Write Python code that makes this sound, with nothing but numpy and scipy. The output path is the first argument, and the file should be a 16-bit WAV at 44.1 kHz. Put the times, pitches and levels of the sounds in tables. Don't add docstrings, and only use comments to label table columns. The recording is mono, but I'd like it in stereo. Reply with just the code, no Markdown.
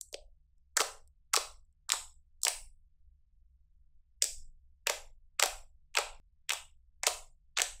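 import sys
import numpy as np
from scipy import signal
from scipy.fft import rfft, irfft
from scipy.io import wavfile
from scipy.ndimage import uniform_filter1d

SR = 44100
rng = np.random.default_rng(int(sys.argv[2]) if len(sys.argv) > 2 else 0)


def transcribe(u):
    v = np.clip(np.atleast_2d(u).T, -1, 1)
    q = np.round(v * 32767).astype(np.int16)
    wavfile.write(sys.argv[1], SR, q)


N = 343980

# start t/s, thud pitch ratio at first touch,
# swing of the holder at the left port level/dB, at the right port level/dB
PRESS_TABLE = [(0.051, 0.39, -74, -54), (0.77, 1.27, -80.5, -52), (1.336, 1.69, -75.5, -52),
               (1.893, 2.15, -73, -51.5), (2.434, 1.66, -59.5, -47), (4.224, .8, -49, -42.5),
               (4.869, 1.35, -62.5, -48), (5.396, 1.32, -56.5, -48), (5.952, 1.6, -58.5, -47.5),
               (6.495, 1.63, -72, -53.5), (7.034, 1.38, -66, -49.5), (7.572, 1.61, -63, -49)]
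LEAD = 512
TAIL_STOP_S, TAIL_RESUME_S = 6.2, 6.4


def undb(db):
    return 10 ** (np.asarray(db) / 20)


def on_log(hz, points_hz, db):
    return np.interp(np.log(np.maximum(hz, 1)), np.log(points_hz), db)


def resonance(x, hz, width_hz):
    b, a = signal.iirpeak(hz, hz / width_hz, fs=SR)
    y = signal.lfilter(b, a, signal.lfilter(b, a, x))
    return y / np.sqrt(np.mean(y ** 2))


def resonant_noise(table):
    total = np.zeros((2, N))
    for hz, width_hz, db in table:
        noise = rng.standard_normal((2, N))
        total += undb(db) * np.array([resonance(port_noise, hz, width_hz) for port_noise in noise])
    return total


def film_snap(ahead, noise, fade_in, snap_db, lower_db):
    tear_db, tear_s = -20, .0007
    lower_edge_hz, upper_edge_hz = 3360, 5830
    t = np.maximum(ahead, 0)
    tear = undb(tear_db) * np.exp(-t / tear_s) * (ahead >= 0)
    crack = (ahead == 0) + noise * (tear + fade_in)
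    high = signal.butter(2, upper_edge_hz, "high", fs=SR, output="sos")
    band = signal.butter(2, (lower_edge_hz, upper_edge_hz), "band", fs=SR, output="sos")
    upper = -signal.sosfilt(high, crack)
    lower = signal.sosfilt(band, crack)
    return undb(snap_db) * upper + undb(lower_db) * lower


def pocket_ring(ahead, noise, fade_in, hz):
    cycles, glide = 1.86, 0.045
    early_cycles, rough = 0.57, 0.24
    turns = np.maximum(hz * ahead + early_cycles, 0)
    tone = np.sin(2 * np.pi * turns * (1 + glide * np.minimum(turns / cycles, 1)))
    mouth = signal.iirpeak(hz, 1.2, fs=SR)
    rasp = signal.lfilter(*mouth, signal.lfilter(*mouth, noise))
    rasp /= rasp.std()
    swell = undb(-20 * turns / cycles) * turns ** 2 / (turns ** 2 + early_cycles)
    return (tone + rough * rasp) * swell + undb(14) * rasp * fade_in


def soft_thud(t, pitch, chance):
    # f/Hz, level/dB, time to fall 60 dB t/s
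    thud_modes = [(324, -4, 0.012), (422, -5.5, 0.017), (560.2, 1, 0.022), (712, -2, 0.024),
                  (877, -5.5, 0.0062)]
    rise_s = 0.0012
    thud = np.zeros(len(t))
    for k, (hz, db, t60) in enumerate(thud_modes):
        size = undb(db + 1.8 * chance[-1 - k] - 60 * t / t60) * np.sign(chance[-17 - k])
        mode_hz = hz * pitch * (1 + 0.048 * chance[-9 - k])
        thud += size * np.sin(2 * np.pi * mode_hz * t)
    return thud * (1 - np.exp(-(t / rise_s) ** 2))


def pop(snap_db, lower_db, pocket_hz, pocket_db, thud_db, thud_pitch, chance):
    ahead = (np.arange(4096) - LEAD) / SR
    noise = chance[:4096]
    fade_in = undb(-45) * np.exp(np.minimum(ahead, 0) / .003) * (ahead < 0)
    snap = film_snap(ahead, noise, fade_in, snap_db, lower_db)
    ring = pocket_ring(ahead, noise, fade_in, pocket_hz)
    thud = soft_thud(np.maximum(ahead, 0), thud_pitch, chance)
    return snap + undb(pocket_db) * ring + undb(thud_db) * thud


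def all_pops():
    # t/s, upper half of the snap level/dB, lower half of the snap level/dB,
    # pocket f/Hz, pocket level/dB, thud level/dB, left minus right level/dB
    burst_pockets = [(.012,-7,-12,4620,-41,-74,6),(.1283,-15.5,-25,3360,-28.5,-34,-2),(.139,-35,-23,3760,-35.5,-43,10),(.143,-24,-9,2920,-17.5,-29,10.5),
                     (.7688,0.5,-3,1400,-19,-33,12),(.771,-4,2,1480,-15.5,-32.5,3),(0.7729,-1,6.5,1510,-11,-33.5,4.5),(.775,-11.5,-7,1720,-1.5,-30.5,0),(.796,-12.5,-6.5,1260,-12.5,-33.5,9),(.802,-4.5,-1,930,-12.5,-19.5,-0.5),(.8045,-12.5,3.5,2540,-1,-26.5,4.5),(.808,-0.5,-0.5,1073,-9,-16.5,-5),(.816,-7,2,985,-19.5,-24.5,4),(.8183,-17.5,-4.5,929,-13.5,-26,-7),
                     (1.3352,-4,-9.5,2480,-12.5,-32.5,3.5),(1.338,-1,-5,1650,-10,-46.5,9),(1.3395,0,4.5,2160,-1.5,-46,5.5),(1.3438,-13,3.5,1043,-3,-25.5,-5),(1.3569,-6.5,3,1600,-26.5,-45.5,4.5),(1.3633,0,8.5,3750,-12,-49.5,11),(1.3656,-11.5,-3.5,2640,-1.5,-37.5,-6.5),(1.3735,-10.5,2,990,-7.5,-21,5.5),
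                     (1.893,-9,-4,1030,-15.5,-49,2.5),(1.9023,-8.5,5,3630,-2.5,-34.5,-7.5),(1.92,5.5,11.5,2200,-9,-42,-1),(1.932,-16,-13,1230,-10,-39.5,1.5),(1.9376,-18,-8,935,-11,-27.5,-3.5),
                     (2.434,-0.5,-2.5,4030,-35,-46,6.5),(2.4508,2,8.5,4100,-21,-30,-1),(2.4687,-16.5,-4.5,2300,1,-20.5,-3.5),(2.482,6,8,4030,1.5,-29,2.5),
                     (4.223,6,11,2400,-7.5,-31,2.5),(4.2419,-3,-6.5,1750,-25,-44,11.5),(4.252,-25,-21.5,2600,-23,-31,-6.5),
                     (4.8705,2.5,5.5,2060,-6.5,-21.5,2.5),(4.8735,-25.5,-19,2490,0,-38,2.5),(4.8962,-9.5,-10.5,2080,-6.5,-30.5,-7.5),(4.8986,-2,9,1170,-13.5,-18.5,-3),
                     (5.3965,-6.5,-12.5,2600,-4.5,-28.5,9),(5.3986,-3,10,1207,-6.5,-28,-0.5),(5.4245,-16,-14.5,1610,-8,-34,-24.5),(5.4261,5.5,7.5,2350,1.5,-16,7.5),(5.4362,-1,7.5,1270,-8,-38,9.5),(5.438,-2,-15.5,1010,-14.5,-21.5,3),(5.4592,-1.5,-16,1010,-27.5,-23.5,-16),
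                     (5.9421,-27,-25,2430,-31,-58.5,-0.5),(5.953,-10.5,-3.5,2610,-6,-29,-1),(5.9684,-6,-1,1010,-22,-23,-.5),(5.9721,-32,9,2500,1,-54,2.5),(5.9745,-15.5,-3,1480,-10,-24,2.5),(5.9857,0,0.5,2480,-1.5,-24.5,0),(5.9883,-12.5,-12,940,-5.5,-25.5,5),
                     (6.4942,-6.5,-1.5,3010,-8,-41,5),(6.505,-16,-3.5,2960,0.5,-57,7.5),(6.5088,-14,-14,3240,2.5,-36.5,-4),(6.5202,-5.5,-7.5,2670,-7.5,-28.5,-2.5),(6.5235,-6.5,-21,970,-27.5,-63,-6),(6.5342,-4.5,-5,1140,-17,-33,-1),
                     (7.034,-6,-1.5,2170,-13,-28,1),(7.039,-18.5,-13,1955,-10.5,-56.5,-7),(7.067,0,1,2500,-5,-22.5,-13),(7.0693,6,8,2580,0.5,-27.5,3.5),(7.0739,2,2,880,-6,-17,0.5),(7.0815,-8,-1.5,2800,-2,-25,-2.5),
                     (7.5722,-33,-7.5,3550,0,-58,1.5),(7.5755,-14,5.5,1270,-11.5,-32,-8),(7.5868,-9.5,2.5,2100,-3,-28.5,5),(7.5975,-14.5,-18,2710,-6,-25,16),(7.6032,-7.5,0,1770,-7,-27,-10),(7.6187,2.5,9.5,2800,-7,-25,4.5)]
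    # t/s, snap level/dB, left minus right level/dB
    bare_films = [(.0284, -39, 4), (0.088, -35.5, 9.5), (.5821, -45.5, 25), (1.0762, -28, 7),
                  (1.6513, -45, 16), (1.727, -45.5, 23), (2.4176, -21.5, 12), (4.089, -56.5, 23)]
    sink_s = 0.025
    film_lower_db = -22.5
    starts, first_pitch = np.transpose(PRESS_TABLE)[:2]
    rows = []
    for s, *voice, pan_db in burst_pockets:
        k = np.argmin(np.abs(starts - s))
        age = max(s - starts[k], 0)
        thud_pitch = 1 + (first_pitch[k] - 1) * np.exp(-age / sink_s)
        rows.append((s, *voice, thud_pitch, pan_db))
    for s, db, pan_db in bare_films:
        rows.append((s, db, db + film_lower_db, 1000, -np.inf, -np.inf, 1, pan_db))
    return rows


def near_path(scatter_noise, lucks):
    # delay t/s, level/dB
    near_bounces = [(.0009, -31), (.0022, -10.5)]
    scatter_db, scatter_t60_s = -8.5, 0.016
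    t = np.arange(1024) / SR
    path = scatter_noise * undb(-60 * t / scatter_t60_s)
    path *= undb(scatter_db) / np.sqrt(np.sum(path ** 2))
    path[0] = 1
    for luck, (lag, db) in zip(lucks, near_bounces):
        varied_lag = lag * (1 + .15 * np.tanh(luck))
        path[int(varied_lag * SR)] += np.sign(luck) * undb(db)
    return path


def slime():
    near, out = np.zeros((2, N + 8192)), np.zeros(N + 8192)
    rows = all_pops()
    chances = rng.standard_normal((len(rows), 6300))
    for (s, *voice, pan_db), chance in zip(rows, chances):
        sound, at = pop(*voice, chance), int(s * SR)
        out[at:at + len(sound)] += sound
        for port, side in enumerate((1, -1)):
            first = 4096 + 1024 * port
            path = near_path(chance[first:first + 1024], chance[6200 + 8 * port:])
            heard = signal.fftconvolve(sound, path)
            near[port, at:at + len(heard)] += undb(side * pan_db / 2) * heard
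    return near[:, LEAD:N + LEAD], out[LEAD:N + LEAD]


def room(x):
    # centre f/Hz, time to fall 60 dB t/s, level against the other bands/dB
    room_bands = [(400, 0.59, -1.5), (756, 0.38, 6), (1400, 0.4, 4), (2800, 0.42, 2), (6050, 0.41, 3),
                  (11500, 0.5, 2.5)]
    room_db, rise_s = -6, 0.0034
    t = np.arange(SR // 2) / SR
    tail = np.zeros((2, len(t)))
    for hz, t60, db in room_bands:
        edges_hz = [hz / np.sqrt(2), hz * np.sqrt(2)]
        band = signal.butter(2, edges_hz, "band", fs=SR, output="sos")
        tail += signal.sosfilt(band, rng.standard_normal((2, len(t)))) * undb(db - 60 * t / t60)
    tail *= 1 - np.exp(-t / rise_s)
    tail /= np.sqrt(np.mean(np.sum(tail ** 2, 1)))
    return undb(room_db) * signal.fftconvolve(x[None], tail, axes=1)[:, :N]


def ports(x):
    # f/Hz, left level/dB, right level/dB, left phase lead/rad
    port_colour = [(50, -32, -34.5, .5), (187, -28.5, -21, 2.1), (286, -15.5, -5.5, 2),
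                   (457, 3, -6.5, 0.55), (784, -4, -3, 2.5), (1260, 4.5, 1.5, 0.19), (2300, 2, -1, 1.1),
                   (4750, -3, -6, 1.6), (6600, -1, -2.5, 0.8), (7720, 8, -5, 1.1),
                   (10450, -7.5, -12.5, 1.5), (9700, -5, -10.5, 1.4), (15400, -13, -15.5, 0.81),
                   (16346, -28.5, -30, 1.7)]
    hz = np.fft.rfftfreq(2048, 1 / SR)
    points_hz, *dbs, lead = np.transpose(port_colour)
    cep = irfft(np.log(undb([on_log(hz, points_hz, db) for db in dbs])))
    cep[:, 1:1024] *= 2
    cep[:, 1025:] = 0
    gain = np.exp(rfft(cep))
    right_phase = np.angle(gain[0]) - on_log(hz, points_hz, lead)
    gain[1] = np.abs(gain[1]) * np.exp(1j * right_phase)
    response = np.roll(irfft(gain), 256, axis=1)
    return signal.fftconvolve(x, response, axes=1)[:, 256:N + 256]


def suppress(x):
    # f/Hz, left level/dB, right level/dB
    noise_estimate = [(300, -58.5, -63), (666, -76, -73.5), (2500, -74, -75), (4870, -77.5, -73.5),
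                      (7950, -73, -80), (14200, -82.5, -81.5)]
    strength, hold = 1.1, 0.22
    hz, _, spec = signal.stft(x, SR, nperseg=512, noverlap=384)
    power = uniform_filter1d(np.abs(spec) ** 2, size=7, axis=1)
    power = np.maximum(power, signal.lfilter([1 - hold], [1, -hold], power))
    points_hz, *dbs = np.transpose(noise_estimate)
    noise = undb([on_log(hz, points_hz, db) for db in dbs])[:, :, None] ** 2
    gain = (power / (power + noise)) ** strength
    return signal.istft(spec * gain, SR, nperseg=512, noverlap=384)[1][:, :N]


def swing_size():
    peak_s, sharp = 0.17, 5
    tremor_left_db, tremor_right_db, waver_db, waver_s = -104, -70, 5, 0.22
    t = np.arange(N) / SR
    waver = uniform_filter1d(rng.standard_normal(N), int(waver_s * SR))
    waver = uniform_filter1d(waver, int(waver_s * SR))
    size = undb([[tremor_left_db], [tremor_right_db]]) * undb(waver_db * waver / waver.std())
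    for s, _, *dbs in PRESS_TABLE:
        age = np.maximum(t - s, 0) / peak_s
        swell = (age * np.exp(1 - age)) ** sharp
        stopped = (t > TAIL_STOP_S) & (s < TAIL_STOP_S)
        size = size + undb(dbs)[:, None] * swell * ~stopped
    return size


def keep_bass(x):
    return signal.sosfilt(signal.butter(6, 250, fs=SR, output="sos"), x)


def holder():
    # f/Hz, width/Hz, level against the swing/dB
    buzz_modes = [(38.16, 3.5, -7), (60.5, 5.7, -16), (98, 36, -22), (173, 21, -40.5)]
    swing_hz, drift_share = 18.5, .07
    drift = uniform_filter1d(rng.standard_normal(N), size=SR // 6)
    pitch_hz = swing_hz * (1 + drift_share * drift / drift.std())
    swing = np.sqrt(2) * np.sin(2 * np.pi * np.cumsum(pitch_hz) / SR)
    return keep_bass(swing + resonant_noise(buzz_modes)) * swing_size()


def low_rumble():
    # f/Hz, width/Hz, level/dB
    rumble_modes = [(11.4, 13, -65), (37.7, 9.1, -71), (50, 19, -75.5), (65.6, 8.5, -70), (105, 72, -89.5),
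                    (149, 12, -87), (220, 14, -107)]
    left_db, right_db = -40.5, 5
    return keep_bass(resonant_noise(rumble_modes)) * undb([[left_db], [right_db]])


def faint_hiss():
    return signal.lfilter([1], [1, -.9], rng.standard_normal((2, N))) * undb(-114)


def scene():
    near, out = slime()
    pops = suppress(ports(near + room(out)))
    pops[:, int(TAIL_STOP_S * SR):int(TAIL_RESUME_S * SR)] = 0
    return pops + holder() + low_rumble() + faint_hiss()


def record(dry):
    rounded = 1.2 * np.tanh(dry / 1.2)
    top_hz = 16900
    return signal.sosfilt(signal.ellip(12, .2, 100, top_hz, fs=SR, output="sos"), rounded)


dry = scene()
out = record(dry)
transcribe(out)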